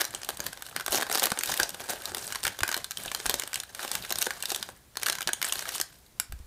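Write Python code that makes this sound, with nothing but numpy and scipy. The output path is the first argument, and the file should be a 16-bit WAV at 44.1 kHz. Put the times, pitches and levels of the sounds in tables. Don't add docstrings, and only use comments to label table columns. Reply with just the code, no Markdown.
import sys
import numpy as np
from scipy import signal
from scipy.fft import rfft, irfft
from scipy.io import wavfile

SR = 44100
rng = np.random.default_rng(int(sys.argv[2]) if len(sys.argv) > 2 else 0)


def waveform_to_disk(signal):
    frames = np.transpose(np.atleast_2d(signal))
    scaled = np.clip(frames, -1, 1) * 32767
    samples = np.round(scaled).astype(np.int16)
    wavfile.write(sys.argv[1], SR, samples)


N = 284886


def amp(db):
    return 10 ** (np.asarray(db) / 20)


def rms_one(x):
    return x / np.sqrt(np.mean(x ** 2) + 1e-20)


def at_hz(points, hz):
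    table_hz, values = np.transpose(points)
    return np.interp(np.log(hz), np.log(table_hz), values)


def drift(rate_hz):
    step = 40
    pole = np.exp(-2 * np.pi * rate_hz * step / SR)
    noise = rng.standard_normal(N // step + 2002)
    slow = signal.lfilter([1], [1, -2 * pole, pole * pole], noise)[2000:]
    return np.interp(np.arange(N) / step, np.arange(len(slow)), rms_one(slow))


EDGES = 160 * 2 ** np.arange(0, 6.8, .5)
CENTRES = np.sqrt(EDGES[1:] * EDGES[:-1])


def band(x, k, order=2):
    sos = signal.butter(order, EDGES[k:k + 2], "band", fs=SR, output="sos")
    return signal.sosfilt(sos, x)


# (frequency [Hz], relative level [dB])
HISS_COLOUR = [(15, -35), (25, -9), (50, -3), (100, -3.5), (200, -12.5), (400, -15), (1000, -20),
               (3000, -24.5), (9000, -24.5), (15500, -27)]
HISS_DB = -56.5


def hiss():
    hz = np.maximum(np.fft.rfftfreq(N, 1 / SR), 1)
    spectrum = rfft(rng.standard_normal(N)) * amp(at_hz(HISS_COLOUR, hz))
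    return amp(HISS_DB) * rms_one(irfft(spectrum, N))


# (frequency [Hz], time to fall 60 dB [s])
ROOM_DECAY = [(200, 0.11), (1000, 0.29), (4000, 0.25), (15000, 0.11)]
ROOM_DB = -14


def room(x):
    t = np.arange(SR // 2) / SR
    tail = np.zeros(len(t))
    for k, hz in enumerate(CENTRES):
        decay = amp(-60 * t / at_hz(ROOM_DECAY, hz))
        tail += band(rng.standard_normal(len(t)), k) * decay
    tail *= np.clip(t / 0.001, 0, 1)
    return signal.fftconvolve(x, tail / np.sqrt(np.sum(tail ** 2)))[:N]


# (time [s], relative level [dB], pitch [Hz])
TABLE_THUDS = [(0.397, -47, 110), (0.898, -51, 68), (1.319, -32, 204), (1.61, -53, 40.4), (1.899, -44, 195),
               (2.448, -48, 68.3), (2.62, -37, 91), (3.059, -56, 38.7), (3.26, -45, 45.7), (3.338, -50, 64),
               (3.951, -45.5, 179), (5.267, -44, 153), (6.296, -44.5, 55.6), (6.319, -38, 38),
               (6.337, -36, 57), (6.401, -41.5, 65.5), (6.44, -50, 37.7)]


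def thuds():
    out, t = np.zeros(N), np.arange(SR // 2) / SR
    for start_s, level_db, hz in TABLE_THUDS:
        cycles = t * hz
        rise = 1 - np.exp(-16 * cycles)
        decay = amp(-60 * cycles / 6.6)
        swing = amp(level_db + 10.5) * np.sin(2 * np.pi * cycles) * rise * decay
        i = round(start_s * SR)
        out[i:i + len(t)] += swing[:N - i]
    return out


# (time of the strongest moment [s], length [s], relative rustle level [dB], boom against rustle [dB])
HAND_TUGS = [(0.0, 0.095, -34, -4), (0.456, 0.29, -44.5, -4), (0.655, 0.15, -51, -12),
             (0.767, 0.094, -42.5, 2), (0.935, 0.18, -28, -6), (1.073, .1, -45, 8), (1.15, 0.16, -30, -8.5),
             (1.234, 0.095, -28, -5), (1.497, 0.29, -30.5, -8), (1.596, 0.21, -35, -2),
             (1.902, 0.14, -34.5, -7), (2.238, 0.14, -36.5, -9.5), (2.458, 0.11, -34.5, -5),
             (2.725, 0.54, -41.5, -4), (3.038, 0.36, -39, -5.5), (3.29, 0.84, -41, -2.5),
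             (3.57, 0.12, -46, -3), (3.82, 0.26, -37.5, -4.5), (3.94, 0.46, -37.5, -5),
             (4.203, .32, -37, -8), (4.505, 0.26, -37.5, -9), (5.09, 0.29, -38, -3.5),
             (5.468, 0.24, -36, -6), (5.58, 0.61, -39.5, -8.5), (5.747, 0.1, -32.5, -15)]
TUG_RISE_SHARE, TUG_SWING_DB = 0.38, 22
# (time [s], relative rustle level [dB])
SHEET_CREEP = [(0, -49.5), (.73, -54.5), (1.1, -52.5), (2.2, -44), (3.0, -64), (3.3, -46), (3.7, -78),
               (4.1, -49.5), (4.65, -47.5), (4.76, -64), (4.94, -80), (5.2, -65), (5.78, -38), (5.88, -94),
               (6.46, -63)]
CREEP_BOOM_DB = -3


def handling():
    t = np.arange(0, N + 64, 64) / SR
    peak_s, length_s, level_db, boom_db = np.transpose(HAND_TUGS)[:, :, None]
    before = (peak_s - t) / TUG_RISE_SHARE
    after = (t - peak_s) / (1 - TUG_RISE_SHARE)
    away = np.where(t < peak_s, before, after) / length_s
    tug_power = amp(level_db - TUG_SWING_DB * away) ** 2
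    creep_power = amp(np.interp(t, *np.transpose(SHEET_CREEP))) ** 2
    power = tug_power.sum(axis=0) + creep_power
    boom = ((tug_power * boom_db).sum(axis=0) + creep_power * CREEP_BOOM_DB) / power
    return t, 10 * np.log10(power), boom


def flapping():
    s, level_db, boom_db = handling()
    sos = signal.butter(2, [45, 220], "band", fs=SR, output="sos")
    rumble = rms_one(signal.sosfilt(sos, rng.standard_normal(N)))
    follow_db = 0.77 * np.interp(np.arange(N) / SR, s, level_db + boom_db)
    lumps_db = 6.5 * drift(10.5)
    return amp(follow_db - 23.5 + lumps_db) * rumble


# (frequency [Hz], level per half-octave band [dB])
PAPER_COLOUR = [(200, -27), (400, -12.5), (800, -9), (1600, -10), (2400, -8.5), (3500, -9.5), (6000, -4),
                (9000, 0.5), (12000, 1.5), (16500, -17)]
# (frequency [Hz], time to fall 60 dB [s])
SHEET_DECAY = [(200, 0.036), (800, 0.027), (1600, 0.027), (4000, 0.02), (15000, 0.015)]
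REGISTER_HZ = [700, 1200, 1900, 2600, 6500, 10000]
SHARES = np.eye(4)[:, [0, 1, 1, 2, 2, 3]]


def bursts(at, level_db, deep_db, boom_db, sharp_db, lumpy_db, pop_db, tick_db, rise_s, stretch):
    out, white = np.zeros(N), rng.choice([-1, 1], (2, N))
    lumps = lumpy_db * rng.standard_normal((len(at), len(CENTRES)))
    direction = rng.choice([-1, 1], len(at))
    rise = np.exp(-1 / (rise_s * SR))
    for k, hz in enumerate(CENTRES):
        deep, boom, plain, sharp = [np.interp(np.log(hz), np.log(REGISTER_HZ), share) for share in SHARES]
        register_db = deep * deep_db + boom * boom_db + sharp * sharp_db
        strength = amp(level_db + register_db + lumps[:, k] + at_hz(PAPER_COLOUR, hz))

        kicks = np.full(N, 1e-18)
        np.add.at(kicks, at, strength ** 2)
        fall = amp(-120 / (stretch * at_hz(SHEET_DECAY, hz) * SR))
        ringing = signal.lfilter([1], [1, -fall], kicks)
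        power = signal.lfilter([1 - rise], [1, -rise], ringing)
        out += band(np.sqrt(power * SR / hz) * white[k % 2], k)

        pops = np.zeros(N)
        impulse_gain = amp((deep + boom) * pop_db + (plain + sharp) * tick_db)
        np.add.at(pops, at, impulse_gain * direction * strength)
        order = 1 if hz < REGISTER_HZ[3] else 2
        out += band(pops * SR / hz, k, order=order)
    return out


# (time [s], level [dB])
FOLD_RUMPLE = [(0, 1.5), (.8, -0.5), (.95, 3.5), (1.4, 1), (2.0, 3.5), (2.6, -2), (3.4, 0), (4.4, 1),
               (5.0, -2), (6.46, -1.5)]


def wrinkles(per_s, clumpy_db, spread_db, gain_db):
    s, rustle_db, boom_db = handling()
    chance = per_s * amp(clumpy_db * drift(30)) / SR
    at = np.flatnonzero(rng.random(N) < chance)
    sizes_db = spread_db * np.minimum(rng.exponential(1, len(at)), 4)
    level_db = np.interp(at / SR, s, rustle_db) + sizes_db + gain_db
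    boom_at = np.interp(at / SR, s, boom_db)
    deep_at = boom_at + np.interp(at / SR, *np.transpose(FOLD_RUMPLE))
    return bursts(at, level_db, deep_at, boom_at, sharp_db=-2.8,
                  lumpy_db=6.5, pop_db=-3.0, tick_db=2.0, rise_s=0.00036, stretch=0.95)


def crackle():
    rustle = wrinkles(3000, clumpy_db=2.5, spread_db=2.0, gain_db=-19.5)
    crackles = wrinkles(260, clumpy_db=5.0, spread_db=3.0, gain_db=-8)
    return rustle + crackles


# (time [s], relative level [dB], deep register against it [dB], boom register against it [dB])
CREASE_SNAPS = [(0.007, -27.5, -8, 2), (0.01, -19.5, -12, -26), (0.0159, -17, -10, -2),
                (0.043, -27.5, -8, -4), (0.0512, -22, -20, -12), (0.107, -35, -18, -6),
                (0.1395, -38.5, 0, 1), (0.148, -22.5, -13.5, -18), (0.2325, -31, -9.5, -4),
                (0.2466, -31, -23, -16), (0.2896, -21, -6.5, -10.5), (0.297, -30, -9, -15),
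                (0.304, -29, -3.5, -13), (0.3717, -29.5, -25, -20), (0.3949, -38.5, 6.5, -13),
                (0.4032, -25.5, -7, -8), (0.4653, -22, -12.5, -9.5), (0.5303, -31.5, -10.5, -8),
                (0.574, -39.5, -4, 2.5), (0.6228, -31.5, -8.5, -3.5), (0.6648, -32, -19, -6),
                (0.6872, -38.5, -19, 2.5), (0.7631, -20.5, -11, -3.5), (0.7981, -27, -35, 1.5),
                (0.8085, -28, -23, 2), (0.8627, -21.5, -16, -6), (0.8808, -28, 2.5, 6),
                (0.9217, -19, -18, -19), (0.9277, -17.5, -7, -24), (0.934, -27, -13, -25),
                (0.9457, -17.5, -2, -26), (0.9549, -18, -11, -17), (0.9836, -25.5, 2, -14),
                (0.9975, -45, 20, 6), (1.0033, -28, -6, -6), (1.0114, -25.5, 0, 0), (1.0233, -26, -2, 6),
                (1.0289, -25, -2, -3), (1.067, -34, -9, 0), (1.0983, -27, 1, -1), (1.1142, -21.5, -8, -4),
                (1.1264, -21, -16, -13), (1.1481, -18.5, -12, -9.5), (1.1544, -19, -0.5, -5),
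                (1.1748, -22, -2, -9), (1.182, -22, -16, -4), (1.196, -15.5, -22, -19),
                (1.2222, -25.5, 1.5, -3), (1.2298, -18, -8, -12), (1.2383, -14, -8.5, -18),
                (1.2562, -15.5, -12, -15), (1.269, -24, -5, 0.5), (1.3034, -23, -10, -10),
                (1.3182, -17, -6, -3.5), (1.3746, -31.5, 1, 7.5), (1.389, -17.5, -16, -15),
                (1.4096, -26.5, -26, -1), (1.4346, -16, -27, -11), (1.4586, -24, -14, -23),
                (1.502, -36, -7, -11), (1.5211, -27, -7, 2), (1.54, -23, -23, -2), (1.575, -21, -30, -11),
                (1.5991, -14.5, -7, -2.5), (1.6315, -14.5, -9, -27), (1.6924, -26, -14, -19),
                (1.704, -32, -17, -18), (1.745, -29, -5.5, -12), (1.804, -30.5, -1.5, -21),
                (1.8888, -33.5, 4.5, -13), (1.8959, -28, -8, -13), (1.934, -31.5, 4.5, -15),
                (2.0203, -35, -17, -15), (2.0555, -21.5, -17, -18), (2.119, -37, 1, -2),
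                (2.1473, -20.5, -13, -12), (2.1699, -31, 1, -10), (2.1817, -24.5, -19, -27),
                (2.1929, -34, -22, -18), (2.277, -30.5, -10, -9), (2.304, -33, -8, -2),
                (2.3237, -23, -22, -1.5), (2.333, -48, -5, 1), (2.3488, -29, -17, 1),
                (2.357, -20, -20, -3.5), (2.4313, -25, -17, -16), (2.437, -21.5, -12.5, -19),
                (2.452, -23.5, -18, 6), (2.4674, -17.5, -15, 0), (2.4784, -20.5, -29, -1.5),
                (2.5896, -28.5, -6, -8), (2.606, -24, -15, -1.5), (2.6328, -14.5, -13.5, 0),
                (2.6786, -19, -18, -9), (2.6905, -21.5, -13, 1), (2.7153, -24, -12, 0),
                (2.7263, -23, -18, 0), (2.7431, -16.5, -34, -2.5), (2.7659, -24, -3, -17),
                (2.776, -25.5, -9, -8), (2.8437, -21.5, -39, -13), (2.909, -25, -27, -6.5),
                (2.917, -31, -27, -5), (2.9719, -25, -25, -7.5), (3.059, -25.5, -5.5, -16),
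                (3.1162, -26, -10, 2), (3.1478, -20, -15.5, -4), (3.201, -31, -6, 1.5),
                (3.2577, -24, -3.5, 0), (3.263, -18.5, -16, -5.5), (3.2957, -13, -10, -12.5),
                (3.304, -27, -2, 0), (3.311, -24.5, -14, -14), (3.3412, -17.5, -2.5, -15),
                (3.3967, -17, -19, -14), (3.421, -28.5, -16, 2.5), (3.436, -27, -9, -10),
                (3.4755, -31, -12, -6), (3.5314, -25.5, -20, -1.5), (3.5426, -20.5, -32, -12),
                (3.557, -21.5, -20, -12), (3.6008, -23, -23, -20), (3.6347, -33, -30, -2.5),
                (3.7486, -28.5, -19, -9.5), (3.7938, -35.5, -6, 8.5), (3.849, -32, 4.5, -8),
                (3.8779, -27, -11, -18), (3.9152, -19, -11, -20), (3.9527, -17, -28, -4),
                (4.0496, -29, -27, -1), (4.095, -31, -18, -16), (4.1054, -20, -11, -25),
                (4.1123, -30, 4, -6), (4.1237, -18.5, -16, -7), (4.157, -23, -15, -9),
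                (4.1862, -18.5, -27, -12), (4.2134, -22, -27, -11), (4.2178, -20, -22, -7),
                (4.2247, -15.5, -23, -10), (4.244, -30, -19, -16), (4.257, -24, -14, -18),
                (4.2645, -23, -18, -11), (4.2685, -28, 7.5, 7), (4.3068, -25, -14, 5.5),
                (4.404, -35, -23, -10), (4.425, -24, -21, -22), (4.4357, -32, -9, 5),
                (4.4558, -20, -30, -13), (4.503, -20, -25, -16), (4.518, -18.5, -8, -19),
                (4.522, -26.5, -11, -7), (4.547, -21.5, -19, -21), (4.5607, -21.5, -13.5, -12),
                (4.6272, -22.5, -20, -5.5), (4.6894, -41.5, 8, 1), (4.956, -40, -4, 0),
                (4.9707, -20.5, -15, -7), (4.998, -36, -9, -5), (5.0161, -30.5, -11, -18),
                (5.0238, -32.5, -8, 0), (5.0319, -17.5, -17, -10), (5.0608, -23, -13, -15),
                (5.0655, -16.5, -29, -3), (5.0847, -16.5, -24, -5.5), (5.098, -15, -14, -7),
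                (5.1233, -25, -16, -9), (5.1281, -22, -18, -7), (5.153, -28.5, -18, 1),
                (5.1853, -28.5, -21, 1), (5.2076, -26.5, -13, -2), (5.218, -24.5, -15, -5),
                (5.2271, -27.5, -13, -21), (5.2739, -16.5, -11, -11), (5.281, -26.5, -3, -8),
                (5.2905, -27.5, 0, 8.5), (5.3326, -17, -17, -11.5), (5.4163, -21.5, -28, 1),
                (5.4267, -15, -24, -7), (5.4447, -22, -13, -1.5), (5.467, -29, -20, 0),
                (5.5237, -15, -25, -8), (5.5558, -25, -11, -7), (5.5922, -23.5, -33, -7),
                (5.6238, -29.5, -8, -2), (5.655, -35, -20, 6.5), (5.6905, -24, -22, -8),
                (5.781, -29, -28, -6), (5.8, -20, -10, -7.5), (5.8131, -15, -27, -12),
                (5.927, -49, -10, -5), (6.1989, -14.5, -24.5, -9), (6.3231, -34, -8.5, -7.5),
                (6.39, -50, -15, -4)]


def snaps():
    s, level_db, deep_db, boom_db = np.transpose(CREASE_SNAPS)
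    return bursts((s * SR).astype(int), level_db, deep_db, boom_db, sharp_db=-3,
                  lumpy_db=2.5, pop_db=-0.5, tick_db=2.5, rise_s=0.000067, stretch=0.68)


# (frequency [Hz], width [Hz], level against the direct sound [dB])
BOWL_AIR = [(740, 430, -4.5), (1583, 300, 5.5), (3830, 1260, -3.5), (8100, 66, -1.5)]


def hollow(x):
    out = x.copy()
    for hz, width_hz, level_db in BOWL_AIR:
        r = np.exp(-np.pi * width_hz / SR)
        zeros = [(1 - r * r) / 2, 0, (r * r - 1) / 2]
        poles = [1, -2 * r * np.cos(2 * np.pi * hz / SR), r * r]
        out += amp(level_db) * signal.lfilter(zeros, poles, x)
    return out


def scene():
    low_cut = signal.butter(4, 210, "high", fs=SR, output="sos")
    paper = signal.sosfilt(low_cut, hollow(snaps() + crackle()))
    heard = paper + amp(ROOM_DB) * room(paper) + flapping() + thuds() + hiss()
    return np.array([heard, heard])


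def record(dry):
    rounded = 0.35 * np.tanh(dry / 0.45)
    top_cut = signal.cheby2(16, 55, 16000, fs=SR, output="sos")
    return signal.sosfilt(top_cut, rounded)


dry = scene()
out = record(dry)
waveform_to_disk(out)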